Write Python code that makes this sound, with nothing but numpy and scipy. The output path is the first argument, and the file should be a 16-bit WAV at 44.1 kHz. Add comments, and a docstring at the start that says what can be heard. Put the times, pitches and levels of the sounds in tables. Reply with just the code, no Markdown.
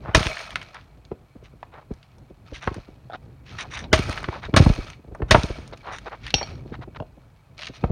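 """In a garage, a club hammer smashes a plastic case on the concrete floor, a metre from a hand-held phone.
Each blow cracks the shell and makes it ring. Bits of plastic tick, skitter and creak,
shoes scuff in the grit, and the hammer head clinks on steel before it is set down.
Every jolt of the hand thumps and knocks through the phone body, over the low hum of the room."""
import sys
import numpy as np
from scipy import signal
from scipy.fft import rfft, irfft
from scipy.io import wavfile
from scipy.ndimage import uniform_filter1d

SR = 44100
rng = np.random.default_rng(int(sys.argv[2]) if len(sys.argv) > 2 else 0)


def bounce(signal):
    """Save signal as a 16-bit WAV file at the path given by the first command-line argument."""
    frames = np.transpose(np.atleast_2d(signal))
    limited = np.clip(frames, -1, 1)
    pcm = np.round(limited * 32767).astype(np.int16)
    wavfile.write(sys.argv[1], SR, pcm)


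N = 348831

# the tone of the room's hum and hiss: (frequency [Hz], level [dB])
ROOM_TONE = [(15, -45.5), (25, -23), (97, -6.5), (127, -4), (256, -28), (439, -28), (754, -21), (1230, -27),
             (5000, -44.5), (7110, -44), (16000, -48.5)]
# how strongly the microphone picks up lows and highs: (frequency [Hz], gain [dB])
MIC_TONE = [(30, -4), (60, 13), (5500, -1.5), (6800, -4.5), (7600, -20.5), (9000, -4), (10500, -28),
            (16000, -27.5)]
# the hand shifting on the phone: (time [s], level [dB])
GRIP_LEVELS = [(0.0, -43.5), (1.43, -53.5), (3.65, -43.5), (3.99, -33.5), (4.4, -42.5), (4.63, -30.5),
               (5.0, -51), (5.42, -36.5), (5.82, -46), (6.57, -37.5), (7.42, -55), (7.91, -37.5)]
# the tone of that rumble: (frequency [Hz], level [dB])
GRIP_TONE = [(25, -12), (55, 2.5), (90, -3.5), (125, 2), (170, -9.5), (300, -14.5), (600, -22),
             (2000, -44.5), (8000, -74.5)]
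# thumps through the phone body: (time [s], level [dB], pitch [Hz])
JOLTS = [(0.09, -22, 122), (.154, -5, 100), (0.175, -8.5, 320), (0.209, -18, 159), (.265, -15, 126),
         (1.12, -23.5, 307), (1.362, -34.5, 249), (1.429, -38.5, 300), (1.539, -41, 352),
         (1.914, -20.5, 207.4), (2.309, -35.5, 295), (2.527, -25, 88), (2.678, -16, 313), (2.718, -23, 114),
         (2.767, -27.5, 221), (2.783, -24.5, 104), (2.889, -32.5, 243), (3.149, -37.5, 530),
         (3.618, -39.5, 295), (3.839, -32, 300), (3.936, -5.5, 176), (3.962, -17, 94), (3.995, -11.5, 133),
         (4.076, -29, 90), (4.095, -17, 117), (4.144, -33, 149), (4.289, -16.5, 134), (4.493, -22, 286),
         (4.542, -8, 188), (4.573, -3.5, 128), (4.604, 2.5, 93), (4.625, -7, 77), (4.667, 0.5, 105),
         (4.702, -2.5, 91), (4.789, -16, 52), (4.847, -35.5, 93.6), (4.998, -41, 357), (5.049, -37.5, 400),
         (5.086, -28.5, 94), (5.123, -27, 102), (5.206, -23, 402), (5.227, -12.5, 93.4), (5.321, -4.5, 101),
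         (5.347, -2, 340), (5.365, -15, 112), (5.383, -12.5, 110), (5.441, -14.5, 121), (5.506, -19, 69),
         (5.589, -25, 114), (6.349, -15, 117), (6.519, -40, 306), (6.661, -31, 281), (6.793, -31.5, 249),
         (6.723, -23, 302), (6.882, -30.5, 332), (7.007, -22.5, 133.5), (7.18, -39.5, 305), (7.7, -30, 258),
         (7.841, -10.5, 160), (7.905, -9.5, 163)]
# soles and fingers dragging: (time [s], length [s], level [dB], pitch [Hz], fine grit on top [dB])
SCUFFS = [(0.026, 0.12, -39.5, 1000, -31), (0.729, 0.071, -45, 1442, -12.5),
          (1.425, 0.048, -53.5, 2560, -5.5), (1.711, 0.12, -45, 1010, -15.5), (2.527, 0.068, -42, 2670, -5),
          (2.604, 0.087, -42.5, 1760, -5), (3.133, 0.031, -46.5, 1390, -4),
          (3.449, 0.097, -49, 2900, -13.5), (3.58, 0.058, -39.5, 2300, -2), (3.616, 0.059, -46, 900, -16),
          (3.699, 0.14, -39, 1860, 0.5), (3.815, 0.051, -48.5, 790, -2), (4.305, 0.095, -37.5, 1040, -9),
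          (4.416, 0.061, -39, 1440, -4.5), (5.283, 0.019, -54.5, 1500, 0), (5.724, 0.027, -43.5, 820, -7),
          (5.826, 0.13, -37, 1120, -12), (5.914, 0.068, -38, 1610, -2), (6.055, 0.031, -41, 910, -12),
          (6.104, 0.054, -41, 1120, -32), (6.201, 0.15, -45.5, 2590, -10),
          (6.722, 0.038, -39.5, 1300, -11.5), (6.813, 0.029, -42.5, 1150, -13),
          (6.958, 0.011, -40.5, 1260, -9), (7.72, 0.065, -50.5, 3200, -3)]
# hollows ringing under a sole: (frequency [Hz], width [Hz], level [dB])
SOLE_RINGS = [(2350, 730, -0.5), (3700, 250, -3), (5740, 200, -4.5)]
# tiny slips of plastic under load: (time [s], level [dB])
CREAK_SLIPS = [(3.099, -32.5), (3.105, -36.5), (3.116, -39.5), (3.123, -33), (3.133, -28), (3.137, -32),
               (3.142, -28.5), (3.148, -26), (3.156, -33)]
# the notes of the creaking piece: (frequency [Hz], level [dB], fade time [s])
CREAK_NOTES = [(760, 0, .024), (1400, -3, .012), (3600, -2, .005)]
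# shards sent sliding by a blow or a foot: (time [s], level [dB], time until they settle [s])
SCATTERS = [(0, -58.5, 0.17), (.15, -29.5, .7), (1.9, -62.5, .5), (2.45, -56.5, 0.32), (2.65, -51, 0.55),
            (3.1, -69, 0.33), (3.501, -49, 0.56), (3.93, -31, 0.19), (4.1, -39.5, 0.49), (4.558, -31, 0.34),
            (5.31, -35.5, 0.3), (5.75, -58.5, .3), (6.0, -53.5, 0.4), (6.34, -42.5, 0.23),
            (6.65, -63, 0.86), (7.568, -48, 0.091), (7.725, -53.5, .2)]
# the tone of sliding shards: (frequency [Hz], level [dB])
SHARD_TONE = [(240, -30), (400, -9), (626, -3.5), (753, 0.5), (4240, -6), (6500, -16), (7510, -38),
              (8900, -32), (16000, -63.5)]
# larger shards ringing: (frequency [Hz], width [Hz], level [dB])
SHARD_RINGS = [(640, 60, -5), (1290, 90, -6), (2280, 50, -6), (2520, 35, -9), (4230, 90, -12)]
# sharp ticks of plastic, dull knocks on the phone: (time [s], level [dB], pitch [Hz], click on top [dB])
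TICKS_AND_KNOCKS = [(0.23, -12, 2450, -8), (.257, -14.5, 2360, -4), (0.268, -10, 2280, -1),
                    (.37, -20.5, 1940, -15), (0.403, -25.5, 1450, -8), (0.506, -23.5, 2220, 5),
                    (0.518, -37, 1280, -10), (.557, -7.5, 2080, -4.5), (.615, -26, 2290, -5),
                    (0.628, -25.5, 2200, 9), (.745, -28, 2500, 12), (0.811, -42, 2470, -11),
                    (1.051, -38.5, 3940, -11), (1.116, -27, 337, -36), (1.629, -27, 980, -27),
                    (1.938, -38.5, 1360, 13), (2.029, -38.5, 2800, -3), (2.183, -39.5, 820, 5.5),
                    (2.675, -12.5, 970, -17.5), (2.743, -26, 1200, 5), (3.773, -22.5, 2320, -5),
                    (3.99, -19, 2530, 4), (4.095, -17.5, 1400, 6), (4.128, -19, 2180, 1),
                    (4.176, -18, 1690, -31.5), (4.23, -23, 1340, -1), (4.242, -20, 1600, -36),
                    (4.286, -23.5, 1150, -37), (4.54, -13, 710, -41), (4.662, -15.5, 600, -29),
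                    (4.877, -34, 2500, -7), (4.901, -24.5, 2480, 12), (4.933, -31.5, 2500, -14),
                    (5.149, -30, 850, -8), (5.22, -26.5, 880, -18), (5.346, -2, 850, -15),
                    (5.357, -8, 850, -12), (5.434, -14.5, 4570, 3), (5.677, -31, 1050, 16),
                    (5.712, -42, 1250, 2), (5.774, -30, 2180, 13), (5.985, -22.5, 2600, 7),
                    (6.266, -23, 2487, -6), (6.279, -22, 2490, -6), (6.305, -19.5, 2770, -4),
                    (6.413, -20.5, 690, -35), (6.579, -45, 3950, 3.5), (6.948, -40, 1380, -13),
                    (7.58, -28.5, 4200, -12.5), (7.591, -26.5, 2600, -11), (7.611, -28, 2980, -12),
                    (7.619, -23, 2980, -14), (7.623, -28, 2600, -12), (7.633, -21.5, 2600, -13),
                    (7.645, -26, 2800, -14), (7.656, -27, 3750, -8), (7.669, -22.5, 2950, -22),
                    (7.674, -26.5, 1850, -18), (7.685, -29.5, 3420, -12), (7.839, -16, 520, -28)]
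# steel hitting steel: (time [s], level [dB], the short bar's share [0-1])
CLINKS = [(6.341, -1, 0.26), (6.383, -20, 0.8), (6.429, -17.5, 0.96)]
# the notes of the hammer head: (frequency [Hz], level [dB], fade time [s])
HEAD_NOTES = [(800, -8, .025), (2735, -11, .07), (3200, -6, .04), (3700, -1, .04), (4300, -4, .04),
              (5599, -7, .3), (5650, -6, .07), (5932, -8, .15)]
# the notes of the short steel bar: (frequency [Hz], level [dB], fade time [s])
BAR_NOTES = [(800, -3, .025), (2350, -5, .025), (3198, -9, .03), (4425, 0, .045)]
# the hammer being set down on the floor: (time [s], level [dB])
SET_DOWN = [(7.001, -27.5), (7.023, -29)]
# the notes of its hollow clonk: (frequency [Hz], level [dB], fade time [s])
CLONK_NOTES = [(640, 0, .04), (720, -3, .05), (2800, -14, .012)]
# hammer blows on the case: (time [s], level [dB], crushing time [s], shell ring on top [dB])
BLOWS = [(0.147, 2.5, 0.0054, -7.5), (3.929, 0, 0.0085, -4.5), (4.563, 2, 0.011, -8),
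         (5.3087, 3.5, 0.0073, -6.5)]
# the notes of the plastic shell: (frequency [Hz], level [dB], fade time [s])
SHELL_NOTES = [(640, 0, .07), (1340, -10, .05), (2100, -5, .04), (2480, -6, .05), (3760, -8, .03)]
# the tone of plastic being crushed: (frequency [Hz], level [dB])
CRUSH_TONE = [(240, -30), (400, -18.5), (655, -8), (879, -8), (1290, -4), (4310, -7.5), (9040, -12.5),
              (16000, -51)]


def undb(db):
    """Turns decibels into a number to multiply by."""
    return 10 ** (np.asarray(db) / 20)


def unit(x):
    """Scales a sound to an average strength (rms) of 1."""
    return x / np.sqrt(np.mean(x ** 2))


def colour(x, tone):
    """Turns lows and highs up or down to follow a tone table."""
    hz, db = np.transpose(tone)
    size = 4096
    grid_hz = np.arange(size // 2 + 1) * SR / size + 1
    log_gain = np.interp(np.log(grid_hz), np.log(hz), db) * np.log(10) / 20
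    # fold the filter so that it rings only after a hit, never before
    folded = irfft(log_gain)
    folded[1:size // 2] *= 2
    folded[size // 2 + 1:] = 0
    response = irfft(np.exp(rfft(folded)))[:size // 2]
    return signal.fftconvolve(x, response)[:len(x)]


def band(x, lo_hz, hi_hz, order=2):
    """Keeps the sound between two frequencies; a higher order cuts more sharply."""
    for _ in range(order):
        x = signal.lfilter(*signal.butter(1, [lo_hz, min(hi_hz, SR / 2.2)], "band", fs=SR), x)
    return x


def fade(t, fade_s):
    """Dies away by 60 dB over the fade time."""
    return np.exp(-np.log(1000) * t / max(fade_s, .003))


def ring(notes, t, spread_db, detune):
    """The fading notes of a struck object, a little different on every hit."""
    chance = rng.standard_normal((len(notes), 2))
    return sum(undb(db + spread_db * a) * fade(t, fade_s) * np.sin(2 * np.pi * hz * (1 + detune * b) * t)
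               for (hz, db, fade_s), (a, b) in zip(notes, chance))


def add(out, start_s, x, peak_db):
    """Mixes a sound in at the given time and peak level."""
    i = int(start_s * SR)
    x = x[:N - i]
    out[i:i + len(x)] += undb(peak_db) * x / np.max(np.abs(x))


def wander(per_s, count=N):
    """Glides from one random value to the next, per_s times a second."""
    step = int(SR / per_s)
    return uniform_filter1d(np.repeat(rng.standard_normal(count // step + 1), step), step)[:count]


def grains(count, per_s, spread_db, fade_s):
    """Noise broken into short, raspy grains of uneven size."""
    hits = (rng.random(count) < per_s / SR) * undb(spread_db * rng.exponential(size=count).clip(0, 4))
    tail = fade(np.arange(int(.02 * SR)) / SR, fade_s)
    power = signal.fftconvolve(hits ** 2, tail ** 2)[:count].clip(1e-12)
    return unit(np.sqrt(power) * rng.standard_normal(count))


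def room_hum():
    """The steady hum and hiss of the garage."""
    return undb(-58) * unit(colour(rng.standard_normal(N), ROOM_TONE))


def garage_echo(x):
    """The floor and walls throw back a short, slightly dull echo."""
    t = np.arange(int(.6 * SR)) / SR
    tail = band(rng.standard_normal(len(t)), 200, 7900, order=1) * fade(t, 0.3) * (t > .004)
    return undb(-20.5) * signal.fftconvolve(x, tail / np.sqrt(np.sum(tail ** 2)))[:N]


def grip_rumble():
    """Fingers press on the phone in small, uneven pushes."""
    db = np.interp(np.arange(N) / SR, *np.transpose(GRIP_LEVELS))
    pushes = rng.standard_normal(N) * undb(4 * wander(25))
    return undb(db) * unit(colour(pushes, GRIP_TONE))


def hand_jolts():
    """A shudder builds in the phone and dies away, falling in pitch; its case knocks as it lets go."""
    out, lead_s = np.zeros(N), .012
    t = np.arange(int(.2 * SR)) / SR - lead_s
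    for s, db, hz in JOLTS:
        pitch = 40 + (hz - 40) * np.exp(-np.clip(t * np.sqrt(hz) * 11, -1.6, None))
        pitch *= 1 + 4.3 * uniform_filter1d(rng.standard_normal(len(t)), size=100)  # random wobble
        phase = 2 * np.pi * np.cumsum(pitch) / SR
        phase -= phase[int(lead_s * SR)]
        rise = np.exp(t / 0.0021) * (1 + t / lead_s)
        fall = fade(t, 0.066 * (130 / hz) ** 0.1)
        shudder = -np.sin(phase) * np.where(t < 0, rise, fall)
        knock = unit(band(rng.standard_normal(len(t)), 190, 560, order=3)) * np.exp(-np.abs(t) / 0.0075)
        add(out, s - lead_s, shudder + undb(-16.5 - 0.27 * db) * knock, db)  # light jolts rustle more
    return out


def scuffs():
    """Dragging over a rough surface makes a hollow rasp with fine grit on top; low drags are duller."""
    out = np.zeros(N)
    for s, length_s, db, hz, fine_db in SCUFFS:
        t = np.arange(int((length_s + .012) * SR)) / SR
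        # the pressure swells and eases, catching on bumps
        pressure = np.abs(np.sin(np.pi * t / t[-1])) ** 1.5 * undb(2.9 * wander(46, len(t)))
        hollow = unit(band(grains(len(t), 1100, 2.5, 0.012), hz / 2.67, hz * 1.94, order=3))
        top_hz = 4700 if hz < 1450 else 11000
        grit = grains(len(t), 700, 3.2, .012)
        rings = sum(undb(ring_db) * unit(band(grit, ring_hz - width / 2, ring_hz + width / 2, order=1))
                    for ring_hz, width, ring_db in SOLE_RINGS if ring_hz < top_hz)
        fine = unit(unit(band(grit, 2100, top_hz, order=3)) + 1.8 * rings)
        i = int((s - .004) * SR)
        out[i:i + len(t)] += (undb(db) * pressure * (hollow + undb(fine_db) * fine))[:N - i]
    return out


def plastic_creak():
    """Plastic under load sticks and slips; each slip makes the same piece ring."""
    out, t = np.zeros(N), np.arange(int(.05 * SR)) / SR
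    for s, db in CREAK_SLIPS:
        slip = band(rng.standard_normal(len(t)), 400, 4400) * fade(t, .007)
        piece = ring(CREAK_NOTES, t, spread_db=2.5, detune=.05)
        add(out, s, signal.fftconvolve(slip, piece)[:len(t)], db)
    return out


def skitter_db():
    """How loud the shards are: each scatter swells, slowly loses energy, then settles fast."""
    rise_s, slide_db_per_s, settle_db_per_s = 0.021, 50.5, 199.5
    clock = np.arange(0, N, 64) / SR
    power = undb(-71.5) ** 2  # stray grit goes on quietly
    for s, db, slide_s in SCATTERS:
        t = clock - s
        fall_db = slide_db_per_s * t.clip(0) + settle_db_per_s * (t - slide_s).clip(0)
        power = power + (np.clip(t / rise_s, 0, 1) * undb(db - fall_db)) ** 2
    return np.interp(np.arange(N) / SR, clock, 10 * np.log10(power))


def skittering_shards():
    """Bits of plastic and grit make many tiny hits; large pieces ring, and fast ones sound brighter."""
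    db = skitter_db()
    rings = sum(undb(ring_db) * unit(band(grains(N, 200, 3.5, 0.03), hz - width / 2, hz + width / 2, 1))
                for hz, width, ring_db in SHARD_RINGS)
    sizzle = band(grains(N, 270, 2.7, 0.014), 3000, 15000, order=1)
    bright = unit(colour(sizzle, MIC_TONE)) * undb(0.7 * (db + 37.5) - 8.5)
    loudness = undb(db + 1.5 * wander(34))
    patter = unit(colour(grains(N, 800, 3.8, 0.014), SHARD_TONE))
    return loudness * (patter + rings + bright)


def ticks_and_knocks():
    """Sharp ticks of plastic and dull knocks on the phone: each rings briefly around its own pitch."""
    out, t = np.zeros(N), np.arange(int(.12 * SR)) / SR
    for s, db, hz, click_db in TICKS_AND_KNOCKS:
        noise = rng.standard_normal(len(t))
        attack = hz / 2200 * fade(t, 0.0045)  # higher ones start more sharply
        body = band(noise * (attack + fade(t, 0.039)), hz / 1.7, hz * 1.83)
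        click = band(noise * (attack + fade(t, 0.028)), 2500, 16000, order=1)
        add(out, s, unit(body) + undb(click_db) * unit(click), db)
    return out


def steel_clinks():
    """A sharp tap rings both the hammer head and a short steel bar."""
    out, t = np.zeros(N), np.arange(int(.4 * SR)) / SR
    for s, db, bar_share in CLINKS:
        tap = band(rng.standard_normal(len(t)), 3000, 5000) * fade(t, .022)
        head = ring(HEAD_NOTES, t, spread_db=0.42, detune=.001)
        bar = ring(BAR_NOTES, t, spread_db=.5, detune=.001)
        add(out, s, (1 - bar_share) * (9 * tap + head) + bar_share * bar, db)
    return out


def hammer_set_down():
    """The hammer scrapes the concrete as it is set down and gives a hollow clonk."""
    out, t = np.zeros(N), np.arange(int(.4 * SR)) / SR
    for s, db in SET_DOWN:
        scrape = rng.standard_normal(len(t)) * fade(t, 0.024)
        clonk = ring(CLONK_NOTES, t, spread_db=1.5, detune=0.0065)
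        add(out, s, signal.fftconvolve(scrape, clonk)[:len(t)], db)
    return out


def hammer_blows():
    """The shell keeps cracking while the hammer crushes it, and the cracks make it ring."""
    out, t = np.zeros(N), np.arange(int(.4 * SR)) / SR
    squeak_hz, squeak_s = 1500, 0.012  # a thin tone just before each blow lands
    lead = t[t < squeak_s]
    phase = 2 * np.pi * squeak_hz * lead
    squeak = lead * (np.sin(phase) + 0.9 * np.sin(2 * phase))
    for s, db, crush_s, shell_db in BLOWS:
        crushing = np.minimum(t / 0.0013, 1) * np.where(t < crush_s, 1, fade(t - crush_s, 0.056))
        cracks = rng.standard_normal(len(t)) * (crushing + 0.054 * fade(t, 0.9))
        crunch = unit(colour(cracks, CRUSH_TONE))
        notes = ring(SHELL_NOTES, t, spread_db=4.3, detune=0.025)
        shell = unit(signal.fftconvolve(cracks * fade(t, .03), notes)[:len(t)])
        smack = unit(band(cracks * fade(t, 0.029), 4000, 15000, order=1))  # steel meets plastic
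        add(out, s, crunch + undb(-2) * smack + undb(shell_db) * shell, db)
        add(out, s - squeak_s, squeak, peak_db=-31)
    return out


def scene():
    """Mixes it all: the hits echo in the garage; the hand's jolts and rumble do not."""
    hits = hammer_blows() + steel_clinks() + hammer_set_down() + ticks_and_knocks()
    picked_up = colour(hits + garage_echo(hits) + scuffs() + plastic_creak(), MIC_TONE)
    return (picked_up + skittering_shards() + hand_jolts() + grip_rumble() + room_hum())[None]


def record(dry):
    """The phone drops the deepest bass, squashes the loudest peaks and cuts the highest treble."""
    bass_cut = signal.butter(2, 30, "high", fs=SR, output="sos")
    treble_cut = signal.ellip(10, .2, 70, 16000, fs=SR, output="sos")
    trimmed = signal.sosfilt(bass_cut, dry)
    squashed = trimmed / (1 + trimmed ** 4) ** .25
    return signal.sosfilt(treble_cut, squashed)


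dry = scene()
out = record(dry)
bounce(out)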